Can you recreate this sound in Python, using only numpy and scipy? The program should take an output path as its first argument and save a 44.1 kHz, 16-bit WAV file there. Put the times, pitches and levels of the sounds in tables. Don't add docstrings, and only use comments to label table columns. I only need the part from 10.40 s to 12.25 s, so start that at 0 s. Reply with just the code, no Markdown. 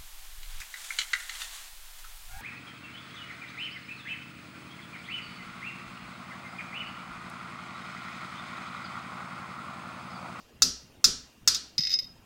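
import sys
import numpy as np
from scipy import signal
from scipy.fft import rfft, irfft
from scipy.io import wavfile
from scipy.ndimage import uniform_filter1d

SR = 44100
rng = np.random.default_rng(int(sys.argv[2]) if len(sys.argv) > 2 else 0)


def log_audio(samples):
    frames = np.atleast_2d(samples).T
    limited = np.clip(frames, -1, 1)
    pcm = np.round(limited * 32767).astype(np.int16)
    wavfile.write(sys.argv[1], SR, pcm)


def attenuation_scalar(level_db):
    decades = np.asarray(level_db, float) / 20
    return 10 ** decades


N = 81585
LEAD = SR // 4


def evened(x):
    return x / np.sqrt(np.mean(x ** 2) + 1e-20)


def read(points, hz):
    f, value = np.transpose(points)
    return np.interp(np.log(hz + 1), np.log(f + 1), value)


def tilted(points, tilt_db):
    return [(hz, db + tilt_db * np.log2(hz / 5000)) for hz, db in points]


def add(mix, s, sound):
    part = mix[round(s * SR) + LEAD:][:len(sound)]
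    part += sound[:len(part)]


def coloured(x, points):
    n = np.arange(len(x))
    log_gain = read(points, np.fft.rfftfreq(len(x), 1 / SR)) * np.log(10) / 20
    cepstrum = irfft(log_gain, len(x))
    cepstrum = cepstrum * np.where(n < len(x) // 2, 2, 0) / (1 + (n == 0))
    return irfft(rfft(x) * np.exp(rfft(cepstrum)), len(x))


def ring(modes, share=1, tilt_db=0, spot_db=0, shift=0, count=16384):
    contact_s = .0004
    hz, db, t60 = np.transpose(modes)[:, :, None]
    luck = rng.standard_normal((2, len(modes), 1))
    t = np.arange(count) / SR
    level = db + tilt_db * np.log2(hz / 5000) + spot_db * luck[0]
    level = level - 60 * t / (t60 * max(share, .05))
    waves = np.sin(2 * np.pi * hz * (1 + shift * luck[1]) * t)
    onset = 1 - np.exp(-(t / contact_s) ** 2)
    return onset * (attenuation_scalar(level) * waves).sum(0)


def burst(points, db, t60, count=4096):
    fade = attenuation_scalar(-60 * np.arange(count) / SR / t60)
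    puff = coloured(rng.standard_normal(count) * fade, points)
    return attenuation_scalar(db) * puff * np.linalg.norm(fade) / np.linalg.norm(puff)


# (time [s], strength [dB], bench shake [dB], brightness [dB/octave], ring length share [1])
HAMMER_TAPS = [
    (-.205, -4, -46, 0, 2.7),
    (0.22, 0.5, -39, 2, 0.93),
    (0.6418, 2.5, -38.5, 0, 0.77),
    (1.0754, 3, -49, -1, 0.34),
    (1.1461, -14, -60, -3, 0.94),
    (1.1625, -25.5, -69, 1, 0.56),
]
# (frequency [Hz], level [dB], t60 [s])
BUSH_MODES = [(1900, -46, .03), (2660, -20.5, 0.1), (3770, -17, 0.07), (3813, -1, 0.021),
              (4562, 1.5, 0.032), (4770, -25.5, 0.036), (4800, -19, .03), (5000, 8, .035),
              (5492, -5.5, 0.059), (5860, -13.5, 0.035), (6020, -20, 0.022), (7155, -8.5, 0.057),
              (8050, -30.5, 0.1)]
# (frequency [Hz], level [dB per Hz])
CRACK_COLOUR = [(300, -57.5), (1000, -41.5), (2000, -21.5), (3200, -29), (4300, -11.5), (5800, 0),
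                (8800, -18), (16000, -20)]
# (frequency [Hz], level [dB], t60 [s])
JAW_MODES = [(1342, -7, 0.028), (1180, -15, .014), (1520, -20, 0.01)]
# (frequency [Hz], level [dB])
FAR_COLOUR = [(500, -43.5), (1500, -18), (2400, -23), (3600, -11.5), (4700, -2), (5900, -1), (8400, -17.5),
              (16000, -25.5)]


def hammer():
    seat_s, seat_db = .0011, 9
    blows, knocks, far = np.zeros((3, N + LEAD))
    click = np.arange(2048) == 0
    for s, db, _, tilt_db, share in HAMMER_TAPS:
        bush = ring(BUSH_MODES, share, tilt_db, spot_db=1.5, shift=.006, count=4096)
        crack = burst(tilted(CRACK_COLOUR, tilt_db), 7, 0.0095 * share)
        blow = attenuation_scalar(db - 14) * (bush + crack)
        add(blows, s, attenuation_scalar(-seat_db) * blow)
        add(blows, s + seat_s, blow)
        add(knocks, s, attenuation_scalar(db - 16.5 + 2.14 * tilt_db) * ring(JAW_MODES, count=4096))
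        colour = [(hz, v + 1.5 * rng.standard_normal()) for hz, v in tilted(FAR_COLOUR, tilt_db)]
        add(far, s + seat_s, attenuation_scalar(db + 16) * coloured(click, colour))
    return blows, knocks, far


# (frequency [Hz], level [dB], t60 [s])
BENCH_MODES = [(63.6, -4, 0.45), (107, -4.5, 0.05), (177, 1, 0.043), (256.5, -2, 0.12), (368, 0.5, 0.023)]
# (time [s], level [dB], frequency [Hz], t60 [s])
BENCH_BUMPS = [
    (1.391, -28, 162.5, 0.062),
    (1.789, -53, 45, 0.1),
]


def bench():
    rise_s = 0.059
    out, t = np.zeros(N + LEAD), np.arange(16384) / SR
    for s, _, db, _, _ in HAMMER_TAPS:
        push = rng.standard_normal(len(t)) * t * np.exp(-t / (rise_s / 2))
        sway = signal.fftconvolve(push, ring(BENCH_MODES))[:len(t)]
        add(out, s, attenuation_scalar(db) * sway / abs(sway).max() * 2)
    for s, db, hz, t60 in BENCH_BUMPS:
        thud = ring([(hz, db, t60), (hz * 1.29, db + 2.5, t60 * 0.41)])
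        add(out, s, np.minimum(t / 0.0049, 1) * thud)
    return out


# (delay [s], level [dB])
NEAR_ECHOES = [(.0023, -2.5), (.0057, -1), (.0088, -5.5), (.0115, -11)]
# (frequency [Hz], t60 [s])
ROOM_DECAY = [(200, 0.86), (1000, 0.4), (2500, 0.47), (5000, 0.36), (8000, 0.34), (12000, 0.23),
              (16000, 0.12)]


def room(x, far, echo_db=0):
    start_s, early_db, early_t60 = .006, 8.5, 0.034
    t = np.arange(SR) / SR
    taps = np.zeros(SR)
    at = np.arange(0, SR - 20, 20)
    taps[at + rng.integers(0, 20, len(at))] = rng.choice([-1., 1.], len(at))
    hz, frame_s, z = signal.stft(taps, SR, nperseg=256)
    z = z * attenuation_scalar(-60 * frame_s / read(ROOM_DECAY, hz)[:, None])
    tail = signal.istft(z, SR, nperseg=256)[1][:SR]
    tail = tail * np.clip(t / start_s - .5, 0, 1) * (1 + attenuation_scalar(early_db - 60 * t / early_t60))
    tail = tail / np.linalg.norm(tail)
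    near = np.zeros(SR // 10)
    for k, (s, db) in enumerate(NEAR_ECHOES):
        near[round(s * SR)] += attenuation_scalar(db + echo_db) * (-1) ** k
    near = signal.lfilter(*signal.butter(1, 9550, fs=SR), near)
    return x + signal.fftconvolve(x, near)[:len(x)] + signal.fftconvolve(far, tail)[:len(x)]


# (frequency [Hz], level [dB per Hz])
AIR_COLOUR = [(20, -9.5), (60, 2.5), (250, -3.5), (500, -9), (1800, -17.5), (5000, -22.5), (10000, -29),
              (16000, -29)]
# (frequency [Hz], width [Hz], level [dB])
HUMS = [(2794, 120, -73.5), (2500, 360, -76), (3140, 70, -79), (1878, 50, -81.5), (6800, 200, -82),
        (230.7, 43, -72.5)]


def air():
    patch_db, lump_db, lump_hz = 3, 1, 144
    hz = np.fft.rfftfreq(1024, 1 / SR)[:, None]
    a, b, patch = rng.standard_normal((N // 256 + 8, 513, 3)).T
    patch = uniform_filter1d(patch, size=8, axis=0)
    patch = evened(uniform_filter1d(patch, size=6, axis=1))
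    wobble_db = (patch_db + lump_db / (1 + (hz / lump_hz) ** 2)) * patch
    z = (a + 1j * b) * attenuation_scalar(read(AIR_COLOUR, hz) + wobble_db)
    out = attenuation_scalar(-57.5) * evened(signal.istft(z, nperseg=1024, noverlap=768)[1][:N])
    fine = np.fft.rfftfreq(N, 1 / SR)
    for hum_hz, width_hz, db in HUMS:
        band = 1 / (1 + (2 * (fine - hum_hz) / width_hz) ** 2)
        hum = irfft(rfft(rng.standard_normal(N)) * band, N)
        out = out + attenuation_scalar(db) * evened(hum)
    return out


# (time [s], strength [dB], free ring [s], lower rim mode [dB], upper rim mode [dB])
COLLAR_CLINKS = [(1.3808, -14, 0.00083, -51, -52), (1.3836, -16.5, 0.00071, -49, -55),
                 (1.3892, -18.5, 0.011, -58, -68), (1.406, -20.5, 0.017, -59, -59),
                 (1.4235, -31, .008, -70, -58.5), (1.4349, -20.5, 0.039, -73, -64.5),
                 (1.4509, -21, 0.011, -74, -54), (1.4706, -16, 0.017, -78, -67),
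                 (1.4942, -22.5, 0.0024, -65, -49), (1.5045, -19, 0.019, -67, -47),
                 (1.5158, -17.5, 0.018, -70, -46), (1.5278, -20.5, 0.022, -56, -62),
                 (1.5386, -17, 0.02, -68, -47), (1.5886, -18.5, .014, -50.5, -54)]
# (frequency [Hz], level [dB], t60 [s])
COLLAR_MODES = [(1400, -36, 0.06), (1980, -25.5, 0.11), (2151, -32.5, 0.19), (2624, -30.5, 0.1),
                (3050, -27.5, .05), (3723, -16, 0.13), (4100, -21.5, 0.065), (6040, -16.5, .03),
                (6360, -27.5, .05)]
# (frequency [Hz], level [dB], t60 [s])
STRONGEST_MODE = (5073, 0, .16)
# (frequency [Hz], level [dB], t60 [s])
SHORT_MODES = [(4830, -15, .03), (5240, -17, .04), (5560, -14, .02)]
RIM_MODES = 12550, 14450, 13950
RIM_DECAY = (0.097, 0.024, .04)
# (frequency [Hz], level [dB per Hz])
TICK_COLOUR = [(900, -31), (2000, -13.5), (3700, -6.5), (5200, 0), (6600, -6), (7600, -20.5),
               (11000, -31.5), (16000, -40)]
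# (time [s], level [dB])
SKID_LEVEL = [(1.385, -42), (1.4, -39.5), (1.43, -37.5), (1.49, -43), (1.535, -30), (1.57, -53),
              (1.615, -44), (1.646, -41), (1.66, -85)]


def collar():
    choke_db_per_s, skid_per_s = 1508, 1200
    out, t = np.zeros(N + LEAD), np.arange(16384) / SR
    modes = [*COLLAR_MODES, *SHORT_MODES, STRONGEST_MODE]
    for s, db, hold_s, low_db, high_db in COLLAR_CLINKS:
        choke = attenuation_scalar(-choke_db_per_s * np.maximum(t - hold_s, 0))
        rim = list(zip(RIM_MODES, (low_db, high_db, high_db - 7), RIM_DECAY))
        body = attenuation_scalar(db - 2) * choke * ring(modes, spot_db=1.2)
        add(out, s, body + ring(rim))
        add(out, s, burst(TICK_COLOUR, db - 11, .016))
    grains = (rng.random(N) < skid_per_s / SR) * rng.standard_normal(N)
    grains = grains * attenuation_scalar(np.interp(np.arange(N) / SR, *np.transpose(SKID_LEVEL), -120, -120))
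    skid_ring = ring([*modes, (RIM_MODES[0], -32, RIM_DECAY[0])], share=.7)
    add(out, 0, signal.fftconvolve(grains, skid_ring)[:N])
    return out


def scene():
    blows, knocks, far = hammer()
    loose = collar()
    tail_feed = far + attenuation_scalar(-17) * blows + attenuation_scalar(-14) * knocks
    hammered = room(blows, tail_feed) + knocks
    dropped = room(loose, attenuation_scalar(-15) * loose, echo_db=-11)
    metal = hammered + dropped + bench()
    return (metal[LEAD:] + air())[None]


def band_limit(x):
    return signal.sosfilt(signal.butter(12, 17010, fs=SR, output="sos"), x)


def record(dry):
    peak = .8
    limited = peak * np.tanh(dry / peak)
    edge = signal.cheby2(14, 60, 17000, fs=SR, output="sos")
    return band_limit(signal.sosfilt(edge, limited))


dry = scene()
out = record(dry)
log_audio(out)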